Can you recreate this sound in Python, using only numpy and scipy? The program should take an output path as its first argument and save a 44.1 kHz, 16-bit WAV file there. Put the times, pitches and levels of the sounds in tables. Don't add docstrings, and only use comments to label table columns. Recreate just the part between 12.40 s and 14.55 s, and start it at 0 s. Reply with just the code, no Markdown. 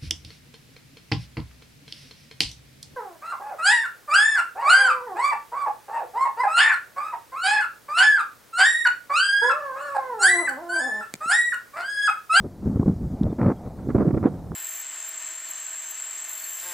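import sys
import numpy as np
from scipy import signal
from scipy.fft import rfft, irfft
from scipy.io import wavfile
from scipy.ndimage import uniform_filter1d, map_coordinates

SR = 44100
rng = np.random.default_rng(int(sys.argv[2]) if len(sys.argv) > 2 else 0)


def generate_wav(signal):
    frames = np.transpose(np.atleast_2d(signal))
    scaled = np.clip(frames, -1, 1) * 32767
    pcm = np.round(scaled).astype(np.int16)
    wavfile.write(sys.argv[1], SR, pcm)


N = 94815
TIME = np.arange(N) / SR
BAND_LIMIT_HZ = 15700
SIDE = np.array([[1], [-1]])


def amp(db):
    return 10 ** (np.asarray(db) / 20)


def unit_rms(x):
    return x / np.sqrt(np.mean(x ** 2) + 1e-20)


def over_frequency(points, hz):
    f, value = np.transpose(points)
    return np.interp(np.log(hz + 1), np.log(f + 1), value)


def over_time(points):
    return np.interp(TIME, *np.transpose(points))


def noise(spectrum):
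    hz = np.fft.rfftfreq(N, 1 / SR)
    white = rfft(rng.standard_normal(N))
    return unit_rms(irfft(white * amp(over_frequency(spectrum, hz)) * (hz < 2 * spectrum[-1][0]), N))


def smooth(x, hz):
    return irfft(rfft(x) * np.exp(-(np.fft.rfftfreq(N, 1 / SR) / hz) ** 2), N)


# f/Hz, relative level/dB
HISS_SPECTRUM = [(500, 5.5), (1200, 6.5), (2000, 3.5), (2800, -4), (3800, -1), (5500, -0.5), (8000, -2),
                 (10000, -4), (12500, -3.5), (15500, -5.5)]
# f/Hz, correlation
HISS_LIKENESS = [(1000, 0.32), (3100, 0.74), (7000, 0.5), (15000, 0.23)]

def hiss(level_db=-60, patchy_db=2.16):
    hz = np.fft.rfftfreq(1024, 1 / SR)
    a, b, c, d, patches = rng.standard_normal((5, N // 256 + 5, len(hz)))
    patches = uniform_filter1d(patches, size=8, axis=0)
    patches = unit_rms(uniform_filter1d(patches, size=7, axis=1))
    likeness = over_frequency(HISS_LIKENESS, hz)
    left = a + 1j * b
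    right = likeness * left + np.sqrt(1 - likeness ** 2) * (c + 1j * d)
    shape_db = over_frequency(HISS_SPECTRUM, hz) + patchy_db * patches * np.sqrt(2 * hz / BAND_LIMIT_HZ)
    frames = np.array([left, right]) * amp(shape_db)
    sound = signal.istft(frames.transpose(0, 2, 1), nperseg=1024, noverlap=768)[1][:, :N]
    return amp(level_db) * unit_rms(sound)


# t/s, length/s, mid-chirp f/Hz, fall/share of pitch, level/dB
FAR_CHIRPS = [(0.889, 0.03996, 3583, 0, -66), (1.162, 0.025, 3230, 0.017, -64.5),
              (1.846, .055, 3400, .18, -65.5)]

def birds(unsteadiness=0.016):
    out = np.zeros(N)
    for start, length, hz, fall, db in FAR_CHIRPS:
        progress = np.clip((TIME - start) / length, 0, 1)
        waver = unsteadiness * unit_rms(smooth(rng.standard_normal(N), hz=200))
        pitch = hz * (1 - fall * (progress - .5) + waver)
        out += amp(db) * np.sin(np.pi * progress) * np.sin(2 * np.pi * np.cumsum(pitch) / SR)
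    return out


# f/Hz, relative level/dB
HILL_SPECTRUM = [(100, 3), (400, 3), (750, 3.5), (1100, -10), (1600, -23), (2300, -27), (3200, -48),
                 (6000, -57)]
# t/s, level/dB
HILL_SWELLS = [(0, -53), (.15, -52), (.6, -52.5), (.8, -43), (.95, -50.5), (1.25, -41.5), (1.35, -46),
               (1.7, -60), (2.0, -44.5), (2.15, -53)]

def hill_wind(side_db=-19):
    rush = noise(HILL_SPECTRUM) + amp(side_db) * noise(HILL_SPECTRUM) * SIDE
    return amp(over_time(HILL_SWELLS)) * rush


# f/Hz, relative level/dB
GRASS_SPECTRUM = [(1500, -10.5), (3500, -2.5), (6000, 4.5), (9000, -1.5), (12000, -17)]
# t/s, level/dB
GRASS_STIR = [(0, -93), (.25, -71), (.35, -68.5), (.48, -71), (.58, -75), (2.15, -82)]

def grass():
    return amp(over_time(GRASS_STIR)) * noise(GRASS_SPECTRUM)


# f/Hz, relative level/dB, t60/s
TICK_RING = [(1790, -4.5, .005), (3520, -4, 0.0095), (3805, -1.5, 0.0092), (5332, -8, 0.0067)]

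def tick(start_s=.834, level_db=-39.5):
    t = np.maximum(TIME - start_s, 0)
    return sum(amp(level_db + db - 60 * np.minimum(t / t60, 4)) * np.sin(2 * np.pi * hz * t)
               for hz, db, t60 in TICK_RING)


# t/s, level/dB, f/Hz, width/cycles
PORT_THUMPS = [(.299, -12.5, 185.4, 0.35), (.361, -14, 193, 0.31), (.399, -11.5, 228, 0.51),
               (.431, -22.5, 330, 0.57), (.482, -6.5, 190, 0.43), (.4985, -7, 192.1, 0.39),
               (.742, -22.5, 237, 1.03), (.815, -7.5, 209.6, 0.5), (.928, -12.5, 241, 0.32),
               (1.474, -17, 283.3, 0.37), (1.4895, -13, 213.9, 0.51), (1.551, -6.5, 210.9, 0.3),
               (1.679, -9, 163.1, 0.87), (1.733, -15.5, 220, 0.64), (1.766, -15.5, 236.7, 0.28),
               (1.8595, -3.5, 287.1, 0.54)]
# t/s, level/dB, f/Hz, width/cycles
PORT_POPS = [(.431, -27.5, 965, 0.95), (.4815, -25.5, 900, 0.075), (.869, -24.5, 611.7, 1.18),
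             (.931, -25.5, 600, .4), (1.016, -30, 1870, 0.97), (1.1025, -13.5, 688.2, 0.24),
             (1.503, -28, 1205, 0.39), (1.68, -27.5, 900, 0.0871), (2.119, -28.5, 1046, .45)]

def eddies(table):
    out = np.zeros(N)
    for centre, db, hz, width in table:
        cycles = (TIME - centre) * hz
        swing = np.cos(2 * np.pi * cycles) - np.exp(-2 * (np.pi * width) ** 2)
        out -= amp(db) * swing * np.exp(-.5 * (cycles / width) ** 2)
    return out


# t/s, length/s, rumble level/dB, flutter level/dB, flutter f/Hz,
# relative rasp level/dB
MIC_GUSTS = [(0.0, 0.0073, -33.5, -30, 170.5, -68), (0.04, 0.025, -34, -31, 289, -63),
             (0.221, 0.028, -36, -30.5, 170.2, -56), (.257, 0.024, -23.5, -20, 170.1, -46.5),
             (0.296, 0.05, -40.5, -27, 189.6, -53), (0.359, 0.011, -21.5, -24.5, 259, -51),
             (.393, 0.013, -22.5, -23.5, 231.9, -46), (.413, 0.023, -36, -26.5, 230.8, -54.5),
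             (0.459, 0.017, -25, -21, 218, -48.5), (0.4798, 0.0028, -14.5, -18.5, 300.7, -41.5),
             (0.491, 0.013, -26.5, -20.5, 191, -50.5), (0.507, 0.029, -26.5, -27.5, 189.9, -57.5),
             (0.556, 0.066, -35, -36.5, 168.8, -64), (0.608, 0.07, -30.5, -28.5, 171, -60.5),
             (.702, 0.045, -31.5, -30, 161.3, -63.5), (.826, .054, -26, -22.5, 169.5, -48.5),
             (0.883, 0.045, -38, -29.5, 190.9, -51.5), (.984, .026, -37, -25, 230.7, -37.5),
             (1.008, 0.056, -35, -19.5, 199.9, -33.5), (1.06, 0.032, -24.5, -16.5, 230.2, -33.5),
             (1.098, 0.023, -37, -21.5, 260.4, -35), (1.255, 0.023, -41, -33.5, 200.3, -52),
             (1.386, 0.019, -56, -40.5, 199.7, -48), (1.423, 0.047, -37.5, -39, 219.9, -55.5),
             (1.489, 0.018, -43, -23, 242.5, -38), (1.548, 0.017, -20, -20, 258.6, -33.5),
             (1.58, 0.047, -33, -19, 266.2, -35), (1.647, 0.021, -39.5, -22, 309.8, -46),
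             (1.676, 0.01467, -43.5, -20.5, 259.6, -39.5), (1.704, 0.0077, -46, -22.5, 271.1, -43),
             (1.738, .011, -24, -21.5, 280.3, -41.5), (1.768, 0.01233, -22, -21.5, 280.8, -39.5),
             (1.798, 0.046, -33, -31.5, 230.2, -54), (1.828, 0.0191, -39, -25.5, 258.9, -36.5),
             (1.851, 0.02, -44, -19.5, 371.4, -35.5), (1.881, 0.0093, -41.5, -28.5, 257.3, -45.5),
             (1.896, 0.062, -50, -34, 187.4, -55), (2.109, 0.013, -48.5, -28.5, 213.4, -54.5)]
# t/s, flutter level/dB
MIC_BREEZE = [(0, -39.5), (.13, -45.5), (.3, -34), (.7, -43.5), (.78, -38.5), (.95, -39), (1.2, -41),
              (1.35, -41), (1.6, -30), (2.0, -39.5), (2.15, -36.5)]

def gusts(attack_s=0.00261, release_s=.008, breeze_hz=175.7, breeze_rumble_db=-3.5, breeze_rasp_db=-21):
    power = amp(over_time(MIC_BREEZE) + np.array([[breeze_rumble_db], [0], [breeze_rasp_db]])) ** 2
    weighted_hz = power[1] * breeze_hz
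    for start, length, rumble_db, flutter_db, hz, rasp_db in MIC_GUSTS:
        t = TIME - start
        rise = np.clip(t / attack_s + .5, 0, 1)
        decay = np.exp(-np.clip((t - length) / release_s, 0, 20))
        gust_power = (amp([[rumble_db], [flutter_db], [rasp_db]]) * rise * decay) ** 2
        power += gust_power
        weighted_hz += gust_power[1] * hz
    return np.sqrt(power), weighted_hz / power[1]


def turbulence(spectrum, steady_hz, speed=1, side_db=-13):
    place = np.cumsum(speed * np.ones(N)) % (N - 1)
    common, apart = (map_coordinates(noise(spectrum), [place], order=3, mode="wrap") for _ in range(2))
    common /= np.sqrt(abs(smooth(common ** 2, steady_hz)) + 0.012)
    return common + amp(side_db) * apart * SIDE


# f/Hz, relative level/dB
RUMBLE_SPECTRUM = [(10, -23.5), (25, -11.5), (40, -9), (55, 0.5), (90, 1.5), (130, -1.5), (220, -42.5),
                   (500, -66)]
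# f/Hz, relative level/dB
FLUTTER_SPECTRUM = [(40, -38), (85, -15.5), (140, -4.5), (220, -2), (310, -7.5), (430, -15), (650, -28),
                    (1100, -38), (2500, -83.5)]
# f/Hz, relative level/dB
RASP_SPECTRUM = [(120, -25.5), (350, 6), (520, 5.5), (760, -3.5), (1300, -7.5), (1750, -20), (2300, -25.5),
                 (2900, -41.5), (4500, -46), (9000, -62)]

def buffeting(rumble_ref_hz=200, flutter_ref_hz=220, rasp_boost_db=5.5, rasp_follows=0.29):
    (rumble_gain, flutter_gain, rasp_gain), pitch = gusts()
    rumble = turbulence(RUMBLE_SPECTRUM, steady_hz=6.5, speed=pitch / rumble_ref_hz)
    flutter = turbulence(FLUTTER_SPECTRUM, steady_hz=38.8, speed=pitch / flutter_ref_hz)
    tearing = unit_rms(1 - rasp_follows + rasp_follows * flutter[0] ** 2)
    rasp = amp(rasp_boost_db) * tearing * turbulence(RASP_SPECTRUM, steady_hz=40)
    return rumble_gain * rumble + flutter_gain * flutter + rasp_gain * rasp


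# t/s, left minus right level/dB
WIND_BALANCE = [(0, 2.5), (.95, 1), (1.1, -1.4), (1.35, 2), (1.5, -3), (1.68, -3), (1.89, -3.5),
                (1.98, 0.8), (2.15, -2.5)]

def scene():
    lean = amp(over_time(WIND_BALANCE) * SIDE / 2)
    wind = lean * (buffeting() + eddies(PORT_THUMPS) + eddies(PORT_POPS))
    return hiss() + birds() + hill_wind() + grass() + tick() + wind


# t/s, side level/dB
STEREO_WIDTH = [(0, -11.5), (.3, -7), (.34, -57), (.94, -44), (1.0, -12), (1.35, -5.5), (1.6, -1.5),
                (2.15, -3.5)]

def record(dry):
    mid = dry.mean(0)
    narrowed = mid + (dry - mid) * amp(over_time(STEREO_WIDTH))
    lowpass = signal.firwin(511, BAND_LIMIT_HZ, window=("kaiser", 9), fs=SR)
    return signal.oaconvolve(narrowed, lowpass[None], "same")


dry = scene()
out = record(dry)
generate_wav(out)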